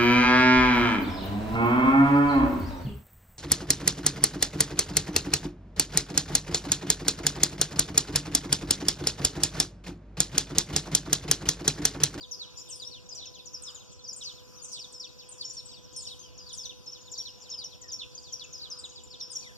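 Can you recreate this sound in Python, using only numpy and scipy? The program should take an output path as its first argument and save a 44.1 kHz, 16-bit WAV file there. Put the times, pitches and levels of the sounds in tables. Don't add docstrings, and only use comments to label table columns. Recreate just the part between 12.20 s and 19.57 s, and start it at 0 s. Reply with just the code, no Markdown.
import sys
import numpy as np
from scipy import signal
from scipy.fft import rfft, irfft, next_fast_len
from scipy.io import wavfile
from scipy.ndimage import uniform_filter1d

SR = 44100
rng = np.random.default_rng(int(sys.argv[2]) if len(sys.argv) > 2 else 0)


def inscribe(sig):
    pcm = np.round(np.clip(np.atleast_2d(sig).T, -1, 1) * 32767)
    wavfile.write(sys.argv[1], SR, pcm.astype(np.int16))


N = 325017
TIME_S = np.arange(N) / SR


def undb(db):
    return 10 ** (np.asarray(db) / 20)


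def level(x, db):
    return x * undb(db) / np.sqrt(np.mean(x ** 2))


def walk(rate_hz):
    hold = int(SR / rate_hz)
    steps = np.repeat(rng.standard_normal(N // hold + 1), hold)
    smooth = uniform_filter1d(uniform_filter1d(steps, hold), hold)
    return 1.28 * smooth[:N]


def shape(x, gain):
    size = next_fast_len(N + SR)
    f = np.arange(size // 2 + 1) * SR / size + 1e-3
    return irfft(rfft(x, size) * gain(f), size)[..., :N]


def resonance(f, hz, width_hz):
    return 1 / np.sqrt(1 + ((f - hz ** 2 / f) / width_hz) ** 2)


def whistles(notes):
    # (frequency [Hz], level [dB])
    voice = [(2000, 1), (2700, -7.5), (3300, -6.5), (3600, 1), (4100, -1), (4650, 1.4), (5100, -0.4),
             (5600, 3), (7000, -1.7), (9000, 1)]
    flutter_db, wobble_depth, edge_ms = 3, .003, 3.1
    peak_at, end_db = 0.46, -5
    overtone_db = 6
    port_db, port_db_per_us = 2.2, -.005

    out = np.zeros((2, N + SR))
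    flutter = level(undb(flutter_db * walk(220)), 0)
    wobble = 1 + wobble_depth * walk(250)
    voice_hz, voice_db = np.transpose(voice)
    for start_s, length_ms, start_hz, end_hz, bend, db, lag_us in notes:
        first, count = int(start_s * SR), int(length_ms * SR / 1000)
        index = first + np.arange(count)
        u = np.arange(count) / count
        glide = np.expm1(-(bend + 1e-4) * u) / np.expm1(-bend - 1e-4)
        hz = start_hz + (end_hz - start_hz) * glide
        hz = hz * np.take(wobble, index, mode="wrap")

        edge = np.sin(np.pi / 2 * np.clip(np.minimum(u, 1 - u) * length_ms / edge_ms, 0, 1)) ** 2
        fade_db = np.interp(u, [peak_at, 1], [0, end_db])
        pitch_db = np.interp(np.log(hz), np.log(voice_hz), voice_db)
        gain = np.sqrt(2) * edge * undb(db + fade_db + pitch_db)
        gain = gain * np.take(flutter, index, mode="wrap")

        shade_db = port_db + port_db_per_us * lag_us
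        for port, side in enumerate((1, -1)):
            phase = 2 * np.pi * (np.cumsum(hz) / SR - port * hz * lag_us / 1e6)
            tone = np.sin(phase) + undb(overtone_db) * gain * np.sin(2 * phase)
            out[port, first:first + count] += undb(side * shade_db) * gain * tone
    return out[:, :N]


def far_flock(count=750):
    r = rng.random((count, 7)).T
    start_s = r[0] * N / SR
    length_ms = 45 + 55 * r[1]
    start_hz = 5310 + (7070 - 5310) * r[2]
    end_hz = 2758 + (5880 - 2758) * r[3]
    bend = 4 * r[4]
    db = -72 - 3.2 * np.log(r[5] + 0.06)
    lag_us = 500 * r[6]
    return np.transpose([start_s, length_ms, start_hz, end_hz, bend, db, lag_us])


def leaves(bird):
    # (time to fade 60 dB [s], tail level before the treble boost [dB])
    tails = [(0.091, -4), (.55, -8.5)]
    t, tail = np.arange(SR // 2) / SR, 0
    for t60_s, db in tails:
        part = rng.standard_normal((2, SR // 2)) * np.exp(-np.log(1000) * t / t60_s)
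        tail = tail + part * undb(db) / np.sqrt(np.sum(part ** 2) / 2)
    return signal.oaconvolve(bird, tail, axes=1)[:, :N]


def leaf_treble(f):
    return undb(8 / (1 + (6600 / f) ** 8))


def engine():
    # (time [s], level [dB])
    swell = [(0, -0.5), (.8, 1.5), (2.2, -1), (3.1, -2), (3.7, 2.5), (4.2, 4.5), (4.8, -1), (5.6, 2),
             (6.3, 0), (7.37, -1)]
    # (centre [Hz], width [Hz], relative level [dB])
    body_peaks = [(59.8, 36, 2.5), (121.3, 55, -2), (189, 12.5, -11.5), (285, 337, -13)]
    engine_db, first_port_db = -54, -6
    throb_hz, throb_db = 13, 3.5

    throb_rate_hz = throb_hz * (1 + 0.054 * walk(3.05))
    throb = undb(throb_db * np.sin(2 * np.pi * np.cumsum(throb_rate_hz) / SR))
    noise = throb * rng.standard_normal((2, N))

    def resonate(peaks):
        return shape(noise, lambda f: sum(undb(db) * resonance(f, hz, width_hz) ** 2
                                          for hz, width_hz, db in peaks))

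    deep, rest = resonate(body_peaks[:2]), resonate(body_peaks[2:])
    body = deep * undb(np.interp(TIME_S, *np.transpose(swell))) + rest
    return level(body, engine_db) * undb([[first_port_db], [0]])


def air():
    # (frequency [Hz], relative level per Hz [dB])
    spectrum = [(100, -17.5), (700, -31.5), (1500, -33), (2000, -39), (2300, -32.5), (3500, -31),
                (5600, -48), (7000, -29.5), (8200, -43.5), (10000, -46.5), (13000, -41.5)]
    air_db, flicker_db = -60, 3
    hz, db = np.transpose(spectrum)
    out = 0
    for centre_hz in 40 * 2 ** np.arange(0, 9, .5):
        noise = rng.standard_normal((2, N))
        band = shape(noise, lambda f: np.exp(-(np.log2(f / centre_hz) / .4) ** 2))
        out = out + band * undb(flicker_db * walk(8.8))
    hiss = shape(out, lambda f: undb(np.interp(np.log(f), np.log(hz), db)))
    return level(hiss, air_db)


def whine():
    partials_db = [-60, -68.5, -84, -78, -78]
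    whine_hz, drift_db = 500, 1.0
    tone = 0
    for multiple, db in enumerate(partials_db, 1):
        gain = np.sqrt(2) * undb(db + drift_db * walk(15))
        tone = tone + gain * np.sin(2 * np.pi * multiple * whine_hz * TIME_S)
    return np.array([0 * tone, tone])


def scene():
    # (start [s], length [ms], start pitch [Hz],
    # end pitch [Hz], bend of the glide [-], level before voice, flutter and port gains [dB])
    near_birds = [ (-20, [(.372, 17, 6960, 7450, -1, -44), (.39, 34.5, 7300, 4970, -1, -49),
                  (2.836, 30, 6470, 4920, 0.2, -52.5), (2.873, 30, 4550, 3440, -1.5, -53),
                  (3.451, 14, 8330, 7300, -1, -44.5), (4.915, 51, 7470, 3500, 0, -45.5),
                  (4.924, 12, 5530, 4500, -8, -56), (6.648, 24, 7670, 6140, 1.5, -47),
                  (6.69, 25, 7500, 6170, 3.5, -52), (6.835, 16.4, 7190, 6500, -6, -48.5)]),
                  (7, [(.712, 79, 4820, 2720, 0.8, -49), (.924, 8.5, 7800, 7000, 0.1, -57),
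                  (1.042, 46, 5500, 2910, 0.5, -52.5), (1.136, 65, 4390, 2490, 1, -54.5),
                  (1.55, 43, 4290, 2720, 1.2, -53.5), (1.593, 53, 4470, 2790, 1, -59),
                  (1.96, 39, 8820, 6500, 0.4, -49.5), (2.113, 30, 7150, 6320, -0.5, -56.5),
                  (2.163, 55, 4460, 2790, 1.2, -57), (2.589, 75, 5900, 3150, 0.5, -45.5),
                  (2.796, 80.5, 5910, 2440, 0.5, -46), (3.05, 140, 3320, 3245, -2, -65),
                  (3.373, 41, 4800, 3330, -0.4, -53), (3.797, 21, 4880, 4250, 1, -47.5),
                  (3.82, 30, 4820, 3000, 0.5, -55), (3.848, 50, 4270, 2600, 2, -55.5),
                  (4.025, 82, 3290, 2700, -0.5, -57), (4.195, 23, 3440, 2450, 0, -62),
                  (4.262, 71, 4880, 2860, 0.1, -50.5), (4.372, 43, 6830, 4980, 1, -42.5),
                  (4.86, 40, 4520, 2780, -0.5, -54.5), (4.963, 59, 4860, 3000, 0, -50),
                  (5.065, 49, 6220, 4970, 2.5, -49), (5.202, 100, 6880, 2710, 1.3, -56.5),
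                  (6.022, 95, 7150, 3070, 2.5, -53.5), (6.326, 50, 7000, 4900, 3.5, -45.5),
                  (6.7, 32, 3700, 2890, 2, -58.5), (6.73, 24, 6990, 6500, -10, -60),
                  (6.904, 59, 5580, 2890, 0.4, -50), (6.997, 21, 5280, 3310, 1, -48),
                  (7.001, 45, 6400, 4920, 3.5, -44.5)]), (12, [(.007, 50.6, 4950, 3010, 0.3, -46),
                  (.488, 16, 8200, 8260, 3, -45.5), (.497, 67, 8340, 5040, 3.5, -45.5),
                  (.597, 49, 4920, 3180, 0, -44.5), (1.021, 41, 4150, 2460, -0.5, -47),
                  (1.054, 47, 7480, 5300, 7.5, -50), (1.331, 49, 6900, 4870, 3, -45.5),
                  (1.467, 46, 4200, 2740, 0.8, -46.5), (1.876, 47, 6480, 4800, 1.5, -43.5),
                  (2.034, 31, 6690, 5400, 0.6, -42.5), (2.003, 48, 4600, 2510, 1.5, -47.5),
                  (2.723, 65, 9220, 5130, 6.5, -47.5), (3.249, 46, 7400, 5150, 2.5, -47.5),
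                  (3.278, 13, 6960, 6900, 6, -47), (3.295, 19, 7340, 6240, -0.5, -41.5),
                  (3.725, 54, 8170, 5180, 3.5, -54.5), (3.76, 53, 8200, 5210, 11.5, -46.5),
                  (3.812, 24, 8100, 6420, 0.5, -45.5), (3.866, 83, 5970, 2960, 1, -46),
                  (3.99, 35, 6240, 6500, 2.5, -51), (4.018, 40, 6360, 4560, -0.5, -58),
                  (4.176, 59, 7500, 4820, 6.5, -50.5), (4.289, 64, 7870, 3300, 3.2, -54),
                  (4.323, 32, 8860, 10040, 1, -58), (4.344, 28, 9700, 6700, 3.5, -49),
                  (4.408, 36, 5330, 5030, 0, -47.5), (4.43, 45, 4970, 2860, -0.3, -46.5),
                  (4.451, 14.6, 6600, 5400, 0.6, -45.5), (4.658, 19, 8370, 5170, 3.5, -54),
                  (4.672, 34, 5230, 5380, 0, -46.5), (4.716, 38, 6390, 4810, 1.5, -47.5),
                  (5.218, 15, 6930, 7320, 1, -51), (5.29, 75, 5600, 2600, 0.7, -51.5),
                  (5.298, 65, 7350, 5230, 7.5, -43), (5.374, 71, 5220, 2800, -0.9, -45.5),
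                  (5.679, 37, 6350, 4770, 2.5, -45), (6.122, 43, 7930, 5480, 8, -44.5),
                  (6.155, 22, 5460, 4850, 2.5, -51.5), (6.194, 60, 4860, 2500, 1, -44.5),
                  (6.5, 47, 6500, 4760, 2.5, -40.5), (6.588, 22, 9070, 6800, 1.5, -48.5),
                  (6.634, 38, 4340, 2490, 0, -47.5), (7.022, 26, 5500, 5170, -3, -46),
                  (7.104, 20, 8600, 9080, 4, -58), (7.116, 27, 8950, 6000, 1.5, -45),
                  (7.15, 27.5, 5950, 5525, 2.5, -42.5)]), (102, [(.368, 36, 6150, 5120, 2.5, -48.5),
                  (.265, 35, 4200, 2610, -1, -53), (.375, 43, 4880, 5370, -1.5, -47),
                  (.472, 47, 3910, 2575, 1, -52.5), (1.145, 26.5, 7030, 4660, -0.5, -53.5),
                  (1.184, 35, 4940, 3290, 2.5, -53), (1.714, 43, 8230, 5450, 2.5, -55),
                  (1.79, 30, 4600, 3360, 0.8, -54), (2.34, 31, 4800, 6400, 1, -55),
                  (2.37, 40, 6360, 4540, 1, -50.5), (2.426, 13.5, 7500, 9200, 2, -51),
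                  (2.513, 87, 5680, 2360, 0.3, -48.5), (2.521, 14, 9530, 7640, -2.5, -52.5),
                  (2.536, 18, 8800, 7440, 2, -53), (2.986, 58, 5830, 2410, 1.5, -51.5),
                  (3.473, 81, 6020, 2560, 1, -53.5), (4.492, 36, 3940, 2590, 1, -42),
                  (4.747, 49, 4470, 2670, 1.5, -54), (4.81, 24, 7000, 5900, -1, -58),
                  (4.855, 16, 7050, 6560, 0, -56), (5.611, 37, 8100, 5200, 2.5, -50),
                  (6.237, 17, 7120, 5850, -0.5, -50.5), (6.751, 62, 5650, 2800, 1.5, -51),
                  (7.096, 28, 5640, 4920, 2.5, -43.5)]), (189, [(2.415, 45, 6950, 5420, -1.5, -45),
                  (3.11, 22.4, 9070, 6400, 1.5, -46.5), (3.242, 29, 5280, 5420, 9, -42),
                  (3.298, 39, 5270, 5670, 10, -48), (3.33, 32, 9430, 6060, 1.2, -47.5),
                  (3.366, 38, 5810, 5380, 3.5, -45.5), (4.976, 22.4, 7300, 5400, 5, -37),
                  (4.998, 20, 5440, 5680, 0.3, -40), (5.437, 38, 7560, 5390, 7, -45),
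                  (5.714, 53, 7620, 5430, 6, -40)]), (238, [(1.838, 45, 6100, 4630, 2.5, -47),
                  (3.528, 68, 5460, 3020, 0.7, -52), (4.326, 31, 7370, 4460, 2.5, -47),
                  (4.381, 36, 4130, 3220, 1.5, -52.5), (5.015, 56, 5280, 3340, 0.5, -54),
                  (5.513, 44, 4330, 2450, -0.2, -53), (5.705, 16, 4010, 3200, 0.5, -56),
                  (5.732, 14, 7050, 5740, 1.5, -51), (5.948, 15, 6930, 5820, 1.5, -44),
                  (5.977, 15.6, 5070, 4630, 1.5, -43), (6.571, 35, 5470, 4790, 2, -44.5),
                  (7.188, 27, 7430, 3750, 0, -45), (7.225, 41, 4850, 3170, 1, -53),
                  (7.262, 42, 4000, 2550, 0.5, -54), (7.308, 34, 3720, 2840, 0.8, -62)]),
                  (305, [(1.256, 36, 7580, 5320, 3.5, -45), (1.503, 9.5, 7600, 6700, 1, -51),
                  (1.545, 42, 7300, 6270, 2, -45.5), (1.927, 14, 7500, 6200, 0.2, -43),
                  (2.024, 100.5, 5750, 2900, 0.15, -44), (2.443, 27, 9100, 6360, 2, -47.5),
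                  (2.49, 12, 7400, 6750, 3, -51), (2.482, 14, 6300, 6130, 0, -42),
                  (2.514, 87.5, 6500, 2920, 0.3, -44.5), (5.788, 57, 4740, 2460, 1, -44.5),
                  (5.812, 34, 3700, 3436, 3, -46), (5.82, 27, 4160, 2550, -0.5, -50),
                  (5.835, 44, 4160, 2630, 2, -61), (7.22, 100, 2650, 1590, 0.5, -60)]),
                  (322, [(.19, 64, 4900, 2840, 0, -42.5), (.947, 50, 8440, 5580, 9.5, -45.5),
                  (.975, 61, 5010, 2930, 0.5, -47), (3.178, 31, 6200, 4350, 1.5, -47.5),
                  (3.208, 37, 4910, 2890, 0.9, -42.5), (3.847, 68, 6030, 2890, 0.5, -44.5),
                  (5.051, 45, 4640, 2700, 0.5, -45), (6.377, 40, 6540, 3600, 1.5, -47),
                  (6.413, 70, 5000, 2890, 0.6, -44.5)]), (453, [(.11, 40, 6940, 4896, 2.5, -39.5),
                  (.555, 26, 9900, 8990, 4, -52.5), (.618, 15, 7400, 6400, 2, -50),
                  (.647, 34.4, 5000, 5730, 0.9, -40.5), (.888, 51, 7270, 4880, 4.5, -41.5),
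                  (1.42, 85, 9020, 4900, 4.5, -43.5), (3.088, 20, 7460, 8940, 7.5, -48),
                  (3.762, 53, 9090, 6100, -2, -48), (5.6, 103, 2120, 1680, 0.5, -65),
                  (7.155, 11.4, 7240, 6060, 2, -38.5)])]
    perches = [[(*note, lag_us) for note in notes] for lag_us, notes in near_birds]
    far_groups = np.split(far_flock(), 3)
    birds = [whistles(notes) for notes in perches + far_groups]
    scatter = shape(sum(leaves(bird) for bird in birds), leaf_treble)
    return sum(birds) + scatter + engine() + air() + whine()


def record(dry):
    late_samples = 21
    cross_hz, cross_slope = 5100, 4.2
    bass_gain, bass_hz = .7, 250
    late = np.roll(dry[::-1], late_samples, axis=1)
    late = shape(late, lambda f: 1 - (1 - bass_gain) / (1 + (f / bass_hz) ** 2))
    wide = dry - shape(late, lambda f: 1 / (1 + (f / cross_hz) ** cross_slope))
    low_cut = signal.butter(2, 40, "high", fs=SR, output="sos")
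    top_cut = signal.ellip(12, .2, 60, 14300, fs=SR, output="sos")
    return signal.sosfilt(np.vstack([low_cut, top_cut]), wide)


dry = scene()
out = record(dry)
inscribe(out)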